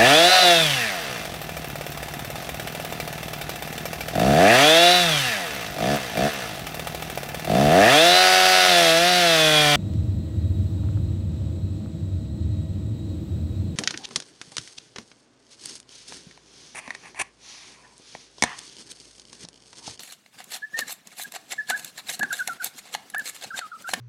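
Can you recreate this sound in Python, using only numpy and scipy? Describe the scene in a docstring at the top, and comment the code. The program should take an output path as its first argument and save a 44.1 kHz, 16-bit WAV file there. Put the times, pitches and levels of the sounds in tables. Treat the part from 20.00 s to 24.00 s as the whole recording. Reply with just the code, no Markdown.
"""A small quiet room, one microphone close to a puppy scrabbling between two wooden door panels.
Over a shuffle of fur and paws, claws first scrape and tick on the wood, then paws start to knock the
panel. From about 0.6 s the puppy gives short, thin, warbling whines between strokes. Knocks and whines
grow louder towards the middle; now and then a claw squeals or the body bumps the door. Late on the
whines turn lower and fainter, and the hardest knock and two bumps come just before the end at 4 s."""
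import sys
import numpy as np
from scipy import signal
from scipy.fft import rfft, irfft, next_fast_len
from scipy.io import wavfile
from scipy.ndimage import uniform_filter1d, map_coordinates

SR = 44100
rng = np.random.default_rng(int(sys.argv[2]) if len(sys.argv) > 2 else 0)


def to_wav(sig):
    """Store sig (one row per channel, or 1-D mono) as 16-bit WAV at the path in sys.argv[1].

    Samples outside -1..1 are clipped; the rate is SR.
    """
    pcm = np.clip(np.atleast_2d(sig), -1, 1) * 32767
    pcm = np.round(pcm).astype(np.int16)
    wavfile.write(sys.argv[1], SR, pcm.T)  # frames by channels


N = 176400
T = np.arange(N) / SR

# resonances of the door panel: centre_hz, width_hz, scraped_db, struck_db
PANEL_MODES = [(498, 37, -6, -23), (753, 113, -2.5, -4.5), (1290, 186, -15.5, -8), (1740, 260, -2, 0.5),
               (2178, 113, -1, -7.5), (2780, 270, -2, -8), (3543, 204, -0.5, -11), (4160, 320, 1.5, -9),
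               (6870, 1200, -7, -17), (7580, 490, -2.5, -22), (10730, 690, -8, -18)]
# broad spectrum of a claw on wood: frequency_hz, level_db
CLAW_COLOUR = [(60, -62), (200, -17), (1000, -9), (3000, -6), (5300, -6.5), (7000, -6), (12600, -9.5),
               (15000, -17), (16000, -35)]


def amp(db):
    """Decibels to gain."""
    return 10 ** (np.asarray(db) / 20)


def unit(x):
    """Scale to rms 1."""
    return x / np.sqrt(np.mean(x ** 2) + 1e-20)


def along(points, hz):
    """Read (frequency_hz, value) points on a log frequency axis."""
    point_hz, values = np.transpose(points)
    return np.interp(np.log(hz + 1), np.log(point_hz + 1), values)


def wobble(rate):
    """A smooth random curve, rate knots a second."""
    return map_coordinates(rng.standard_normal(int(N * rate / SR) + 4), [T * rate])


def filtered(x, response):
    """Filter x by a gain given as a function of frequency."""
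    size = next_fast_len(N + SR // 2)
    return irfft(rfft(x, size) * response(np.fft.rfftfreq(size, 1 / SR)), size)[:N]


def noise(colour):
    """Coloured noise of rms 1."""
    return unit(filtered(rng.standard_normal(N), lambda hz: amp(along(colour, hz))))


def add(out, start_s, x):
    """Mix x into out from start_s."""
    i = max(round(start_s * SR), 0)
    out[i:i + len(x)] += x[:max(N - i, 0)]


def grit(count, smooth, slips_per_s=3600):
    """Friction force of rms 1: tiny slips of random size over a smooth rub."""
    slips = (rng.random(count) < slips_per_s / SR) * rng.standard_normal(count)
    return unit(unit(slips) + smooth * rng.standard_normal(count))


def catches(x, depth_db):
    """Each brief catch of a claw stresses its own narrow bands, so the colour keeps shifting."""
    spectrum = signal.stft(x, SR, nperseg=256)[2]
    stress = uniform_filter1d(rng.standard_normal(spectrum.shape), size=3, axis=0)
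    stress = unit(uniform_filter1d(stress, size=5, axis=1))
    gain = amp(depth_db * np.clip(stress, -2, 2))
    return signal.istft(spectrum * unit(gain), SR, nperseg=256)[1][:N]


def panel_ring(colour, spot_db, tilt_db=0, struck=False, size=2048):
    """The panel's impulse response, energy 1; each spot of contact weights the resonances anew."""
    hz = np.fft.rfftfreq(size, 1 / SR)
    power = amp(along(colour, hz)) ** 2
    for centre_hz, width_hz, scraped_db, struck_db in PANEL_MODES:
        mode_db = (struck_db if struck else scraped_db) + spot_db * rng.standard_normal()
        power += amp(mode_db) ** 2 / (1 + ((hz - centre_hz) / width_hz) ** 2) ** 2
    gain = np.sqrt(power) * amp(tilt_db * np.log2(1 + hz / 2500))
    # minimum phase: the ring starts at the contact
    cepstrum = irfft(np.log(gain + 1e-6))
    cepstrum[1:size // 2] *= 2
    cepstrum[size // 2 + 1:] = 0
    ring = irfft(np.exp(rfft(cepstrum)))
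    return ring / np.linalg.norm(ring)


def room_tail(x):
    """The small room answers 5 ms later with a short diffuse tail whose treble dies first."""
    hz, t, spectrum = signal.stft(rng.standard_normal(SR // 2), SR, nperseg=256)
    t60_s = along([(1500, 0.48), (5000, 0.23), (14000, 0.17)], hz)
    tail = signal.istft(spectrum * amp(-60 * t / t60_s[:, None]), SR, nperseg=256)[1]
    return signal.fftconvolve(x, np.pad(tail, (SR // 200, 0)) / np.linalg.norm(tail))[:N]


def shuffle():
    """Restless fur and paws under everything."""
    # paws on the floor and the still room: frequency_hz, level_db
    colour = [(25, -26), (85, -14), (125, -3.5), (220, 2), (380, -7), (700, -8.5), (1100, -10), (4000, -9),
              (8000, -13), (16000, -24.5)]
    # rise and fall of the shuffling: time_s, level_db
    contour = [(0, -51), (.17, -62), (.31, -61.5), (.37, -56), (.42, -54), (1.02, -58), (2.25, -52),
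               (3.08, -56), (3.4, -55), (3.78, -56.5), (4, -45.5)]
    rustle = catches(noise(colour), depth_db=3.5)
    return rustle * amp(np.interp(T, *np.transpose(contour)) + 3.0 * wobble(35.13))


def body_bumps(attack_s=0.00082, t60_s=0.24):
    """The body bumps the door with soft, dull thuds."""
    # thuds of the door: start_s, level_db
    thuds = [(0.788, -49), (1.69, -48.5), (2.196, -39), (2.229, -46.5), (3.938, -45), (3.973, -41)]
    # spectrum of a thud: frequency_hz, level_db
    colour = [(30, -35), (90, -30), (130, -8), (235, 2.5), (350, -6.5), (5000, -44)]
    envelope = np.zeros(N)
    for start_s, level_db in thuds:
        age = np.maximum(T - start_s, 0)
        envelope += amp(level_db - 60 * age / t60_s) * (1 - np.exp(-age / attack_s))
    return noise(colour) * envelope


def claw_squeals(half_length_s=0.0043, wander=0.018):
    """Stick and slip locks for a moment onto one unsteady note."""
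    # a claw sticks: centre_s, pitch_hz, level_db
    squeals = [(.54, 4180, -35.5), (.902, 6160, -39), (2.092, 3880, -30.5), (2.342, 3790, -36),
               (2.666, 7680, -37), (3.266, 4240, -33), (3.579, 3675, -31.5), (3.915, 4250, -35)]
    out = np.zeros(N)
    for centre_s, pitch_hz, level_db in squeals:
        phase = 2 * np.pi * np.cumsum(pitch_hz * (1 + wander * wobble(900))) / SR
        envelope = np.exp(-((T - centre_s) / half_length_s) ** 2)
        out += amp(level_db) * np.sqrt(2) * np.sin(phase) * envelope
    return out


def claw_scrapes(rise_db_per_s=819, fall_db_per_s=1115, sag_db=1):
    """Each stroke presses in, chatters over the grain of the wood and lifts off."""
    # claws and pads dragged over the wood: start_s, length_s, level_db, tilt_db
    strokes = [(.002, 0.14, -47, 0), (0.389, 0.03, -46, -4), (0.521, 0.046, -35, 1),
               (0.785, 0.017, -33.5, -2.5), (0.882, 0.035, -38, -1.5), (0.923, 0.0031, -33.5, 9),
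               (1.105, 0.034, -51, -4), (1.186, 0.038, -37, 2.5), (1.232, .002, -35, 11.5),
               (1.35, 0.013, -34.5, -2.5), (1.518, 0.0077, -31, -2.5), (1.7, 0.014, -32, -1),
               (1.775, 0.024, -39, 2), (1.83, 0.066, -46, -0.5), (1.986, 0.0095, -37, -1.5),
               (2.094, 0.0094, -27.5, -0.5), (2.129, 0.022, -34.5, 2.5), (2.337, 0.005, -33.5, 0.5),
               (2.366, 0.033, -40, 2), (2.398, 0.139, -49.5, 3.5), (2.625, 0.022, -42.5, -2.5),
               (2.644, 0.027, -33.5, 1.5), (2.782, 0.0092, -39, 0.5), (2.856, 0.039, -48, -6),
               (2.943, 0.0036, -29.5, -3), (3.264, 0.03, -31.5, 1), (3.352, 0.015, -40.5, 0.5),
               (3.427, 0.018, -36.5, -3), (3.574, 0.015, -33.5, -1.5), (3.889, 0.05, -38.5, 3)]
    out = np.zeros(N)
    chatter = grit(N, smooth=0.73) * amp(2.2 * wobble(260))
    force = catches(chatter, depth_db=3.8)
    for start_s, length_s, level_db, tilt_db in strokes:
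        on = (T > start_s - .06) & (T < start_s + length_s + .06)
        t = T[on] - start_s
        press_db = sag_db * (.5 - np.clip(t / length_s, 0, 1))
        press_db += rise_db_per_s * np.minimum(t, 0) - fall_db_per_s * np.maximum(t - length_s, 0)
        ring = panel_ring(CLAW_COLOUR, spot_db=1.6, tilt_db=tilt_db)
        add(out, T[on][0], signal.fftconvolve(force[on] * amp(level_db + press_db), ring))
    return out


def claw_ticks(bite_s=0.0069, t60_s=0.016, boost_db=25.5):
    """A hard claw tip bites in and skitters for a few milliseconds."""
    # a tip lands or snaps off the edge: time_s, relative_db, tilt_db
    ticks = [(0.033, -40, 2.5), (0.122, -39.5, 1), (0.261, -52, -7), (.441, -45, 7), (.789, -23.5, 0.5),
             (0.806, -36, 11), (1.072, -43, 3), (1.2348, -39, 9), (1.3204, -37.5, 1.5), (1.6994, -26.5, 3),
             (1.8458, -33, 7), (2.193, -33.5, 7), (2.3279, -31, 2.5), (2.4749, -25.5, 1),
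             (2.644, -24.5, 13.5), (3.1, -42.5, 4.5), (3.181, -38, 20), (3.195, -39.5, 4),
             (3.822, -48.5, 5.5), (3.937, -24, -3)]
    lead_s, peak_delay_s = .008, 0.0013
    out, t = np.zeros(N), T[:SR // 20]
    envelope = amp(-60 * np.abs(t - lead_s) / np.where(t < lead_s, bite_s, t60_s))
    for time_s, relative_db, tilt_db in ticks:
        force = grit(len(t), smooth=1.0) * envelope
        ring = panel_ring(CLAW_COLOUR, spot_db=2.5, tilt_db=tilt_db)
        tick = signal.fftconvolve(force / np.linalg.norm(force), ring)
        add(out, time_s - lead_s + peak_delay_s, amp(relative_db + boost_db) * tick)
    return catches(out, depth_db=1.0)


def paw_knocks(attack_s=0.00049, clatter_t60_s=0.02, note_t60_s=0.03, note_db=1.5):
    """A paw rings the panel's hollow note while its claws clatter on the higher resonances."""
    # strikes, each on its own spot: start_s, relative_db, pitch_hz, clatter_db
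    knocks = [(0.403, -37.5, 760, 18.5), (0.552, -35.5, 744, -1), (0.789, -28, 645, 20),
              (1.196, -35.5, 760, 21.5), (1.362, -31, 750, 18.5), (1.533, -27.5, 780, 14),
              (1.704, -20.5, 753, 19.5), (1.98, -43, 740, 10), (2.094, -34.5, 918, 27),
              (2.196, -27.5, 740, 18), (2.23, -21.5, 803, 20.5), (2.484, -25.5, 753, 9),
              (2.662, -32.5, 773, 10), (2.949, -24, 842, 22.5), (3.146, -27.5, 789, 22),
              (3.444, -31, 770, 10), (3.59, -25, 750, 22.5), (3.89, -31.5, 778, 25.5),
              (3.935, -17, 757, 20.5)]
    # broad spectrum of the clatter: frequency_hz, level_db
    colour = [(60, -38), (280, -35), (3000, -32), (16000, -45)]
    out, t = np.zeros(N), T[:SR // 10]
    rise = 1 - np.exp(-t / attack_s)
    for start_s, relative_db, pitch_hz, clatter_db in knocks:
        force = grit(len(t), smooth=0.53) * amp(-60 * t / clatter_t60_s) * rise
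        clatter = signal.fftconvolve(force, panel_ring(colour, spot_db=2, struck=True))[:len(t)]
        clatter *= amp(clatter_db) / np.linalg.norm(clatter)
        note = np.sin(2 * np.pi * pitch_hz * t) * amp(note_db - 60 * t / note_t60_s) * rise
        add(out, start_s, amp(relative_db) * (note + clatter))
    return out


def whines(attack_s=.006, release_s=0.0042, octave_db=-43, trim_db=-1):
    """A nearly pure whistle from the puppy's throat, with slight flutter and a faint octave."""
    # one list of points per whine: time_s, pitch_hz, relative_db
    contours = [
        [(0.624, 1650, -40), (0.631, 1710, -30), (0.65, 1750, -29), (0.658, 1770, -42)],
        [(0.735, 1682, -43), (0.745, 1800, -25.5), (0.762, 1820, -30), (0.785, 1854, -33), (0.803, 1835, -39),
         (0.822, 1776, -26.5), (0.836, 1630, -37)],
        [(1.246, 1630, -39), (1.258, 1646, -33.5)],
        [(1.584, 1690, -31.5), (1.589, 1757, -22.5), (1.608, 1690, -27), (1.619, 1770, -36)],
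        [(1.695, 1668, -27), (1.711, 1753, -26), (1.718, 1478, -29.5), (1.736, 1532, -26.5),
         (1.748, 1705, -24.5), (1.77, 1630, -32)],
        [(2.213, 1632, -23), (2.228, 1737, -22), (2.251, 1540, -27.5)],
        [(2.309, 1607, -25.5), (2.319, 1402, -29.5), (2.331, 1628, -25), (2.343, 1644, -29)],
        [(2.396, 1642, -26), (2.414, 1447, -24), (2.425, 1520, -27)],
        [(2.496, 1503, -28), (2.503, 1378, -30), (2.53, 1350, -35.5)],
        [(2.603, 1553, -33.5), (2.618, 1390, -31), (2.627, 1560, -29.5), (2.634, 1520, -43)],
        [(3.143, 1685, -30), (3.151, 1687, -24.5), (3.157, 1418, -36.0), (3.166, 1660, -25.5),
         (3.175, 1783, -29.5), (3.197, 1733, -25), (3.216, 1507, -39)],
        [(3.509, 1587, -32), (3.522, 1310, -37.5), (3.533, 1334, -40), (3.544, 1613, -30), (3.559, 1540, -37)],
        [(3.616, 1554, -33), (3.62, 1400, -34.5), (3.648, 1250, -37), (3.666, 1240, -40.5)],
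        [(3.72, 1386, -34.5), (3.724, 1434, -38), (3.739, 1230, -38), (3.754, 1370, -39.5),
         (3.768, 1240, -41.5)],
        [(3.847, 1480, -36.5), (3.851, 1367, -36.5), (3.87, 1375, -37.5), (3.884, 1585, -29), (3.89, 1500, -38)],
    ]
    out = np.zeros(N)
    flutter = 1 + 0.0061 * wobble(300)
    shimmer_db = .8 * wobble(250)
    for points in contours:
        time_s, pitch_hz, relative_db = np.transpose(points)
        gate = np.clip((T - time_s[0]) / attack_s + 1, 0, 1)
        gate *= np.clip((time_s[-1] - T) / release_s + 1, 0, 1)
        on = gate > 0
        phase = 2 * np.pi * np.cumsum(np.interp(T[on], time_s, pitch_hz) * flutter[on]) / SR
        tone = np.sin(phase) + amp(octave_db) * np.sin(2 * phase)
        level_db = np.interp(T[on], time_s, relative_db) + trim_db + shimmer_db[on]
        out[on] += np.sqrt(2) * tone * np.sin(np.pi / 2 * gate[on]) ** 2 * amp(level_db)
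    return out


def scene():
    """Puppy and door close to the microphone, with a little of the room behind them."""
    wood = claw_scrapes() + claw_squeals() + claw_ticks() + paw_knocks() + body_bumps()
    voice = whines()
    reverb = amp(-16) * room_tail(wood + amp(-4.5) * voice)
    return (wood + voice + reverb + shuffle())[None]


def record(dry):
    """The mono recorder keeps nothing above 16.2 kHz."""
    return filtered(dry[0], lambda hz: hz < 16200)[None]


dry = scene()
out = record(dry)
to_wav(out)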